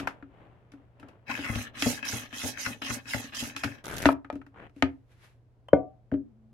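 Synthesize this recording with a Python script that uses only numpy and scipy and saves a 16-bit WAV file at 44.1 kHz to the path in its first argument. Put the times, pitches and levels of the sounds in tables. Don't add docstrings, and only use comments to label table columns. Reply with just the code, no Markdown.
import sys
import numpy as np
from scipy import signal
from scipy.fft import rfft, irfft, next_fast_len
from scipy.io import wavfile
from scipy.ndimage import uniform_filter1d, map_coordinates

SR = 44100
rng = np.random.default_rng(int(sys.argv[2]) if len(sys.argv) > 2 else 0)


def file_out(sig):
    cols = np.atleast_2d(sig).T
    lim = np.clip(cols, -1, 1)
    pcm = np.round(lim * 32767).astype(np.int16)
    wavfile.write(sys.argv[1], SR, pcm)


N = 287973

# frequency in Hz, level in dB.
RUMBLE_SPECTRUM = [(20, -4), (100, 1.5), (190, -15), (480, -17), (1100, -29.5), (3000, -42), (15000, -58.5)]
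# frequency in Hz, time to fall 60 dB in seconds.
ROOM_DECAY = [(200, 0.29), (2000, 0.17), (14000, 0.076)]
# frequency in Hz, left minus right in dB.
MIC_SHADE = [(70, 13), (150, 2), (1200, 4.5), (3500, 1), (5000, -4.5), (6500, -15), (8500, -17),
             (15000, -40)]
# frequency in Hz, likeness from 0 to 1.
CHANNEL_LIKENESS = [(60, 0.42), (280, 1), (600, 0.82), (1200, 0.08), (3000, 0.23), (6000, 0.065)]

# loudest moment in seconds, rise in seconds, fall in seconds, level in dB.
SCRAPE_SWELLS = [(0.01, 0.028, 0.158, -41), (3.74, 0.06, 0.25, -54.5)]
# loudest moment in seconds, rise in seconds, fall in seconds, level in dB.
SLEEVE_SWELLS = [(4.78, 0.061, 0.29, -65.5), (5.12, 0.05, 0.073, -66), (5.245, 0.11, 0.13, -57.5)]
# frequency in Hz, level in dB.
SCRAPE_SPECTRUM = [(150, 11), (700, 6.5), (1700, -3), (3100, -11), (5000, -32.5), (16000, -46)]
# frequency in Hz, level in dB.
SLEEVE_SPECTRUM = [(300, 1.5), (2000, 6.5), (8000, -12.5), (12000, -12.5), (16000, -46.5)]

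# start in seconds, table thump in dB, clack in dB, tick in dB.
PLASTIC_KNOCKS = [(0.0, -44, -37, -33), (0.073, -54, -23, -33), (0.225, -52, -46.5, -75),
                  (0.719, -69, -58, -51.5), (0.736, -54, -56, -65), (0.998, -63.5, -57.5, -52),
                  (1.029, -55, -47.5, -62), (1.085, -72, -55.5, -52.5), (1.389, -42, -41.5, -60),
                  (1.556, -52, -39.5, -30.5), (1.823, -38.5, -31.5, -17), (2.819, -48.5, -35.5, -34),
                  (3.564, -53, -35, -27), (3.636, -53.5, -25, -27.5), (3.643, -40, -31.5, -25.5),
                  (4.062, -50.5, -19, -23), (4.246, -56.5, -42.5, -64), (4.327, -44, -50.5, -51.5),
                  (4.355, -43.5, -49.5, -53), (4.415, -61.5, -47, -66), (4.465, -61.5, -52, -61),
                  (4.695, -73, -63, -66.5), (4.763, -53.5, -65.5, -58.5), (6.116, -47, -42, -64),
                  (6.139, -31.5, -44.5, -61)]
# frequency in Hz, level in dB.
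CLACK_SPECTRUM = [(150, -8.5), (400, -11), (880, 2), (1050, -4.5), (1300, 5), (2400, -8.5), (3100, -18),
                  (5000, -35), (12000, -55)]
# frequency in Hz, level in dB.
TICK_SPECTRUM = [(1000, -21.5), (2800, 11), (5000, 2.5), (8000, -4.5), (12000, -7), (15000, -35.5)]
# frequency in Hz, level in dB, time to fall 60 dB in seconds.
TABLE_MODES = [(83, 1, 0.21), (125, -4.5, 0.097), (276.4, 14, 0.16), (377.4, -3, 0.19), (510, -2, 0.084),
               (602, -4, 0.11)]

# start in seconds, foot thud in dB, wall ring in dB,
# rim sway in dB, table thump in dB.
BOWL_CONTACTS = [(5.731, 3.5, -26, -68.5, -27.5), (6.122, -23, -73, -53.5, -32)]
# frequency in Hz, level in dB, time to fall 60 dB in seconds.
BOWL_FOOT_MODES = [(114.5, -9.5, 0.028), (197, -11, 0.041), (476, -1, 0.019), (553.5, 2, 0.027)]
# frequency in Hz, level in dB, time to fall 60 dB in seconds.
BOWL_WALL_MODES = [(636, -1.5, 0.33), (745, 0, 0.36), (937, 6.5, 0.047), (1160, -16, 0.27),
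                   (1484, -8, 0.11), (2137, -11.5, 0.11), (2369, -18, 0.077), (3170, -25, 0.1)]
# frequency in Hz, level in dB, time to fall 60 dB in seconds.
BOWL_RIM_MODES = [(222, -1.4, 11)]
# frequency in Hz, width in Hz, level in dB.
GRAZE_RESONANCES = [(560, 120, -2.5), (1130, 220, 0.5), (3115, 86, -3.5)]

# start in seconds, table thump in dB, hollow note in dB,
# ring in dB, crack in dB, crack frequency in Hz.
BOARD_CONTACTS = [(4.056, -22, -8.5, -24.5, 1.5, 1573), (4.089, -40.5, -11.5, -23.5, 0, 900),
                  (4.1044, -45, -19, -37, -10, 963), (4.301, -60.5, -21, -38.5, -16, 1180),
                  (4.824, -26.5, -15, -26, -0.5, 1691)]
# frequency in Hz, level in dB, time to fall 60 dB in seconds.
HOLLOW_MODES = [(590, 0, 0.022)]
# frequency in Hz, level in dB, time to fall 60 dB in seconds.
BOARD_MODES = [(670, 4.5, 0.061), (901, 2, .055), (1288, 1.5, .07), (1720, -10, 0.047), (2410, -5, 0.047)]

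# start in seconds, level in dB.
SLICE_SNAPS = [(3.842, -45), (3.856, -35), (3.914, -42.5), (3.942, -40), (3.968, -32.5), (3.982, -31.5),
               (4.022, -30)]
# frequency in Hz, level in dB.
WET_SPECTRUM = [(100, 1.5), (400, -2.5), (1040, -8.5), (1500, -3.5), (4500, -19), (7800, -26.5),
                (11600, -20.5), (15500, -43.5)]

# time in seconds, rocking of the feet in dB,
# judder of the frame in dB, crunch in dB.
BLADE_BITES = [(1.301, -56, -53, -35), (1.459, -50, -75, -37.5), (1.495, -29.5, -43.5, -42.5),
               (1.553, -29, -41.5, -45.5), (1.856, -38, -28, -47), (2.131, -33.5, -37, -45),
               (2.436, -40.5, -33.5, -48.5), (2.665, -39, -36.5, -36.5), (2.901, -36, -35.5, -39.5),
               (3.144, -35, -36, -34), (3.42, -40.5, -42.5, -42.5), (3.644, -32, -43.5, -35.5)]
# frequency in Hz, level in dB, time to fall 60 dB in seconds.
FEET_MODES = [(81.24, 5, 0.11), (110.2, 1, 0.23), (230.8, -1, 0.22)]
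# frequency in Hz, width in Hz, level in dB.
FRAME_RESONANCES = [(110.7, 26, -8), (240, 20, 0), (280.5, 30, -3.5), (440, 40, -15.5), (569.4, 68, -12.5),
                    (835, 95, -15.5)]

# start in seconds, attack in seconds, fastest moment in seconds,
# end in seconds, rub on the ramp in dB, cut at the blade in dB.
HOLDER_STROKES = [(1.253, 0.067, 1.64, 1.717, -37.5, -44.5), (1.723, 0.075, 1.89, 2.05, -39, -31.5),
                  (2.024, 0.006, 2.085, 2.31, -40, -33), (2.287, 0.077, 2.482, 2.588, -42, -33.5),
                  (2.545, 0.041, 2.603, 2.802, -42, -34.5), (2.814, 0.0037, 2.935, 3.04, -38, -37),
                  (3.038, 0.039, 3.115, 3.341, -42.5, -37), (3.32, 0.0064, 3.39, 3.572, -42, -34),
                  (3.547, 0.0037, 3.582, 3.835, -47, -48.5)]
# frequency in Hz, level in dB.
RUB_SPECTRUM = [(300, -34), (700, -13), (1050, -0.5), (1400, -1.5), (2300, -5), (3400, -10), (5000, -13.5),
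                (9000, -29)]
# frequency in Hz, level in dB.
CUT_SPECTRUM = [(1200, -14.5), (2500, -9.5), (3600, -2.5), (5200, -4), (6600, -2), (8000, -10),
                (12300, -11), (14000, -30.5), (16000, -22)]
# frequency in Hz, level in dB.
SPRAY_SPECTRUM = [(3000, -26.5), (6500, 1), (10000, 5), (12400, -1.5), (14000, -20.5), (16000, -6.5)]
# frequency in Hz, width in Hz, level in dB.
RAMP_RESONANCES = [(1810, 530, 3), (2670, 180, 0), (5120, 500, -9), (6300, 87, -9.5), (12000, 1100, -10.5)]
# frequency in Hz, width in Hz, level in dB.
TOP_RESONANCES = [(1790, 280, 3.3), (2730, 200, 2), (5060, 610, 5)]
# frequency in Hz, width in Hz, level in dB.
FOOT_RESONANCES = [(2820, 120, 9.3), (3300, 190, 9.7), (4050, 80, 9.3), (5070, 77, 4.6)]

TOP_HZ = 15850
SWELL_DB = 25.5
FIDGET_TO_S, FIDGET_FADE_S = 2.5, 0.055
FIDGET_DB, FIDGET_SWING_DB, FIDGET_PER_S = -62.5, 5, 11
DRAG_FROM_S, DRAG_TO_S, DRAG_FADE_S, DRAG_DB = 4.51, 4.695, 0.045, -47
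DRAG_FROM_HZ, DRAG_TO_HZ = 790, 2780
GRAZE_S, GRAZE_DB = 5.685, -19
SLICES_FROM_S, SLICES_PEAK_S, SLICES_TO_S, SLICES_FADE_S = 3.836, 3.99, 4.138, 0.013
SLICES_DB, SLICES_EDGE_DB = -36.5, 5
RUB_SAG_DB = 9
RELEASE_S = 0.075
CRUNCH_RISE_S, CRUNCH_FALL_S = 0.009, 0.013
CUT_RISE_DB, CUT_FALL_DB = 11, 21.5
CUT_LAG_S, CUT_LEAD_S = 0.021, 0.03
TURN_DB = -64
ECHO_TOP_S, ECHO_FOOT_S, ECHO_SHARE = 0.00125, 0.0017, 0.45


def amp(db):
    return 10 ** (np.asarray(db) / 20)


def unit(x):
    return x / np.sqrt(np.mean(x ** 2) + 1e-20)


def along(points, hz):
    f, v = np.transpose(points)
    return np.interp(np.log(hz + 1), np.log(f + 1), v)


def add(track, s, sound):
    part = track[..., max(0, round(s * SR)):][..., :sound.shape[-1]]
    part += sound[..., :part.shape[-1]]


def filtered(x, response):
    n = x.shape[-1]
    m = next_fast_len(n + 8192)
    spectrum = rfft(x, m) * response(np.fft.rfftfreq(m, 1 / SR))
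    return irfft(spectrum, m)[..., :n]


def resonances(peaks, hz):
    total = 0
    for k, (centre, width, db) in enumerate(peaks):
        damping = 1j * hz * width
        total = total + (-1) ** k * amp(db) * damping / (centre * centre - hz * hz + damping)
    return total


def coloured(x, spectrum, size=2048):
    cepstrum = irfft(np.log(amp(along(spectrum, np.fft.rfftfreq(size, 1 / SR)))))
    fold = 1 + np.sign(size // 2 - np.arange(size))
    fold[0] = 1
    pulse = irfft(np.exp(rfft(cepstrum * fold)))
    return signal.fftconvolve(x, pulse[None] / np.linalg.norm(pulse), axes=1)[:, :x.shape[1]]


def spread(pair):
    def mid_and_side(hz):
        turn = np.arccos(np.clip(along(CHANNEL_LIKENESS, hz), -1, 1)) / 2
        return np.array([np.cos(turn), np.sin(turn)])

    mid, side = filtered(pair, mid_and_side)
    return np.array([mid + side, mid - side])


def grains(rate, scatter_db, hiss, life):
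    sizes = amp(scatter_db * np.minimum(rng.exponential(size=N), 4)) ** 2
    power = (rng.random(N) < rate / SR) * sizes
    power = signal.lfilter([1], [1, -np.exp(-1 / (life * SR))], power)
    envelope = np.sqrt(power / power.mean() + hiss ** 2)
    return unit(spread(envelope * rng.standard_normal((2, N))))


def patchy(x, depth_db):
    z = signal.stft(x, nperseg=512)[2]
    field = uniform_filter1d(rng.standard_normal(z.shape[1:]), size=7, axis=0)
    field = uniform_filter1d(field, size=9, axis=1)
    return signal.istft(z * amp(depth_db * unit(field)), nperseg=512)[1][:, :N]


def rasp(x, centre_hz, lift_db, octaves):
    hz, t, z = signal.stft(x, SR, nperseg=512)
    centre = np.interp(t, np.arange(N) / SR, centre_hz)
    hump = np.exp(-(np.log2((hz[:, None] + 1) / (centre + 1)) / octaves) ** 2)
    return signal.istft(z * amp(lift_db * hump), SR, nperseg=512)[1][:, :N]


def ring(modes, attack, wander=0.85):
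    t = np.arange(SR) / SR
    partials = np.zeros(SR)
    for hz, db, t60 in modes:
        drift = wander * map_coordinates(rng.standard_normal(40), [30 * t])
        partials += amp(db - 60 * t / t60) * np.sin(2 * np.pi * hz * t + drift)
    return (1 - np.exp(-(t / attack) ** 2)) * partials


def burst(t60, tail_db, tail_t60):
    t = np.arange(SR // 4) / SR
    envelope = amp(-60 * t / t60) + amp(tail_db - 60 * t / tail_t60)
    return envelope * rng.standard_normal((2, len(t)))


def gate(start, end, attack, release):
    t = np.arange(N) / SR
    ramp = np.clip(np.minimum((t - start) / attack, (end - t) / release), 0, 1)
    return np.sin(np.pi / 2 * ramp) ** 2


def swells(rows):
    t = np.arange(N) / SR
    gain = np.zeros(N)
    for peak, rise, fall, db in rows:
        gain += amp(db - SWELL_DB * np.maximum((peak - t) / rise, (t - peak) / fall))
    return gain


def plastic(x, direct):
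    return filtered(x, lambda hz: np.hypot(direct, np.abs(resonances(RAMP_RESONANCES, hz))))


def background():
    air = unit(coloured(spread(rng.standard_normal((2, N))), RUMBLE_SPECTRUM))
    hum = np.sin(2 * np.pi * 120 * np.arange(N) / SR)
    return amp(-61.0) * air + amp(-59.5) * hum


def kitchen(x):
    hz, t, z = signal.stft(rng.standard_normal((2, SR // 2)), SR, nperseg=256)
    decay = amp(-60 * t / along(ROOM_DECAY, hz)[:, None])
    tail = signal.istft(z * decay, SR, nperseg=256)[1]
    tail = tail * (1 - np.exp(-np.arange(tail.shape[1]) / SR / 0.011))
    return signal.fftconvolve(x, tail / np.linalg.norm(tail[0]), axes=1)[:, :N]


def shaded(x):
    def left_and_right(hz):
        left_share = 1 / (1 + amp(-along(MIC_SHADE, hz)))
        return 2 * np.array([left_share, 1 - left_share])

    return filtered(x, left_and_right)


def handling():
    t = np.arange(N) / SR
    rough = grains(rate=300, scatter_db=2, hiss=1.2, life=0.0008)
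    restless = map_coordinates(rng.standard_normal(size=200), [FIDGET_PER_S * t])
    fidget = amp(FIDGET_DB + FIDGET_SWING_DB * restless) * gate(0, FIDGET_TO_S, FIDGET_FADE_S, FIDGET_FADE_S)
    scrape = (fidget + swells(SCRAPE_SWELLS)) * unit(coloured(rough, SCRAPE_SPECTRUM))

    slips = coloured(grains(rate=400, scatter_db=1.5, hiss=0.6, life=0.0006), SCRAPE_SPECTRUM)
    drag_hz = np.interp(t, [DRAG_FROM_S, DRAG_TO_S], [DRAG_FROM_HZ, DRAG_TO_HZ])
    slips = unit(rasp(slips, drag_hz, lift_db=7, octaves=0.5))
    drag = amp(DRAG_DB) * gate(DRAG_FROM_S, DRAG_TO_S, 2 * DRAG_FADE_S, DRAG_FADE_S) * slips

    cloth = unit(coloured(spread(rng.standard_normal((2, N))), SLEEVE_SPECTRUM))
    return scrape + drag + swells(SLEEVE_SWELLS) * cloth


def knocks():
    thumps, clacks, ticks = np.zeros(N), np.zeros((2, N)), np.zeros((2, N))
    table = ring(TABLE_MODES, attack=0.0024)
    for s, thump_db, clack_db, tick_db in PLASTIC_KNOCKS:
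        add(thumps, s, amp(thump_db) * table)
        add(clacks, s, amp(clack_db) * burst(t60=0.03, tail_db=-11, tail_t60=0.11))
        add(ticks, s, amp(tick_db) * burst(t60=0.017, tail_db=-7.5, tail_t60=0.14))
    contacts = coloured(clacks, CLACK_SPECTRUM) + plastic(coloured(ticks, TICK_SPECTRUM), direct=0.39)
    return thumps + spread(contacts)


def bowl():
    body, wash, graze = np.zeros(N), np.zeros((2, N)), np.zeros((2, N))
    for s, foot_db, wall_db, rim_db, thump_db in BOWL_CONTACTS:
        add(body, s, amp(foot_db) * ring(BOWL_FOOT_MODES, attack=0.0023))
        add(body, s, amp(wall_db) * ring(BOWL_WALL_MODES, attack=0.00067, wander=2.0))
        add(body, s, amp(rim_db) * ring(BOWL_RIM_MODES, attack=0.01))
        add(body, s, amp(thump_db) * ring(TABLE_MODES, attack=0.0021))
        add(wash, s, amp(wall_db - 18) * burst(t60=0.03, tail_db=-3, tail_t60=0.2))
    add(graze, GRAZE_S, amp(GRAZE_DB) * burst(t60=0.015, tail_db=-25, tail_t60=0.1))
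    graze = filtered(graze, lambda hz: resonances(GRAZE_RESONANCES, hz))
    return body + spread(coloured(wash, CLACK_SPECTRUM) + graze)


def board():
    body, cracks = np.zeros(N), np.zeros((2, N))
    for s, thump_db, hollow_db, ring_db, crack_db, crack_hz in BOARD_CONTACTS:
        add(body, s, amp(thump_db) * ring(TABLE_MODES, attack=0.0054))
        add(body, s, amp(hollow_db) * ring(HOLLOW_MODES, attack=0.0005))
        add(body, s, amp(ring_db) * ring(BOARD_MODES, attack=0.0005, wander=4))

        def contact(hz):
            peak = resonances([(crack_hz, 1.1 * crack_hz, 0)], hz)
            return peak ** 2 / (1 + 1j * hz / (2.5 * crack_hz))

        crack = filtered(burst(t60=0.018, tail_db=-23, tail_t60=0.11), contact)
        add(cracks, s, amp(crack_db) * crack)
    return body + spread(cracks)


def slices():
    t = np.arange(N) / SR
    edge = np.interp(t, [SLICES_FROM_S, SLICES_PEAK_S, SLICES_TO_S], [1, 0, 1])
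    pull = amp(SLICES_DB - SLICES_EDGE_DB * edge)
    pull = pull * gate(SLICES_FROM_S, SLICES_TO_S, SLICES_FADE_S, SLICES_FADE_S)
    wet = coloured(grains(rate=250, scatter_db=2.0, hiss=0.65, life=0.0004), WET_SPECTRUM)
    crackle = pull * unit(patchy(wet, depth_db=2))
    snaps = np.zeros((2, N))
    for s, db in SLICE_SNAPS:
        add(snaps, s, amp(db) * burst(t60=0.008, tail_db=-15, tail_t60=0.1))
    return crackle + spread(coloured(snaps, CUT_SPECTRUM))


def pushes():
    t = np.arange(N) / SR
    rub = np.zeros(N)
    for s, _, _, crunch_db in BLADE_BITES:
        distance = np.maximum((s - t) / CRUNCH_RISE_S, (t - s) / CRUNCH_FALL_S)
        rub += amp(crunch_db) * np.exp(-distance ** 2)
    cut = amp(TURN_DB) * gate(HOLDER_STROKES[1][0], HOLDER_STROKES[-1][2], RELEASE_S, RELEASE_S)
    for start, attack, fastest, end, rub_db, cut_db in HOLDER_STROKES:
        sag = RUB_SAG_DB * np.interp(t, [start, end], [0, 1])
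        rub += gate(start, end, attack, RELEASE_S) * amp(rub_db - sag)
        cutting = gate(start + CUT_LAG_S, end - CUT_LEAD_S, attack, RELEASE_S)
        cut += cutting * amp(cut_db - np.interp(t, [start, fastest, end], [CUT_RISE_DB, 0, CUT_FALL_DB]))
    return rub, cut


def near_blade(width, delay):
    t = np.arange(N) / SR
    return np.max([np.exp(-((t - s - delay) / width) ** 2) for s, *_ in BLADE_BITES], axis=0)


def frame():
    t = np.arange(SR // 3) / SR
    shake, rocking = amp(-7.5) * pushes()[0], np.zeros(N)
    for s, feet_db, judder_db, _ in BLADE_BITES:
        add(shake, s, amp(judder_db + 3.5 - 60 * t / 0.25) * (1 - np.exp(-t / 0.0024)))
        add(rocking, s, amp(feet_db) * ring(FEET_MODES, attack=0.0043))
    judder = grains(rate=490, scatter_db=4.5, hiss=0.38, life=0.00086)
    judder = filtered(judder, lambda hz: resonances(FRAME_RESONANCES, hz))
    return rocking + shake * unit(judder)


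def plate(x, ring_db, t60):
    t = np.arange(SR // 10) / SR
    tails = amp(-60 * t / t60) * rng.standard_normal((2, 2, len(t)))
    tails = tails / np.linalg.norm(tails[0, 0])
    away, at_blade = signal.fftconvolve(x[None], tails, axes=2)[..., :N]
    turn = np.pi / 2 * near_blade(width=0.14, delay=0)
    ringing = np.cos(turn) * away + np.sin(turn) * at_blade
    return (x + amp(ring_db) * ringing) / np.hypot(1, amp(ring_db))


def sliding(x):
    hz, t, z = signal.stft(x, SR, nperseg=512)
    hz = hz[:, None]
    travel = np.interp(t, [start for start, *_ in HOLDER_STROKES], np.arange(len(HOLDER_STROKES)))
    place = np.sin(np.pi / 2 * travel) ** 2
    top = np.abs((1 - place) * resonances(TOP_RESONANCES, hz))
    foot = np.abs(place * resonances(FOOT_RESONANCES, hz))
    ringing = np.sqrt(1 + top ** 2 + foot ** 2)
    delay = ECHO_TOP_S + place * (ECHO_FOOT_S - ECHO_TOP_S)
    comb = 1 + ECHO_SHARE * np.exp(-2j * np.pi * hz * delay)
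    return signal.istft(z * ringing * np.abs(comb), SR, nperseg=512)[1][:, :N]


def slicing():
    rub, cut = pushes()
    rubbing = coloured(grains(rate=440, scatter_db=3.5, hiss=0.4, life=0.00059), RUB_SPECTRUM)
    cells = coloured(grains(rate=1300, scatter_db=3.2, hiss=0.55, life=0.0003), CUT_SPECTRUM)
    spray = coloured(grains(rate=1200, scatter_db=3.2, hiss=0.55, life=0.0002), SPRAY_SPECTRUM)
    sweep_hz = 3400 * 0.31 ** near_blade(width=0.031, delay=0.015)
    rubbing = plastic(patchy(rubbing, depth_db=2), direct=0.45)
    rubbing = unit(rasp(rubbing, sweep_hz, lift_db=7, octaves=0.33))
    cells = unit(plastic(patchy(cells, depth_db=3.0), direct=1.0))
    spray = unit(plastic(spray, direct=0.16)) * near_blade(width=0.047, delay=0.045)
    stroke = amp(-2) * rub * rubbing + cut * (amp(-4.0) * cells + amp(-6.5) * spray)
    return sliding(plate(stroke, ring_db=0.5, t60=0.052))


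def scene():
    near = handling() + knocks() + bowl() + board() + slices() + frame() + slicing()
    return shaded(near) + amp(-18.0) * kitchen(near) + background()


def record(dry):
    x = filtered(dry, lambda hz: (1j * hz / (1j * hz + 26)) ** 2)
    x = x / (1 + (x / 0.98) ** 4) ** (1 / 4)
    return filtered(x, lambda hz: hz < TOP_HZ)


dry = scene()
out = record(dry)
file_out(out)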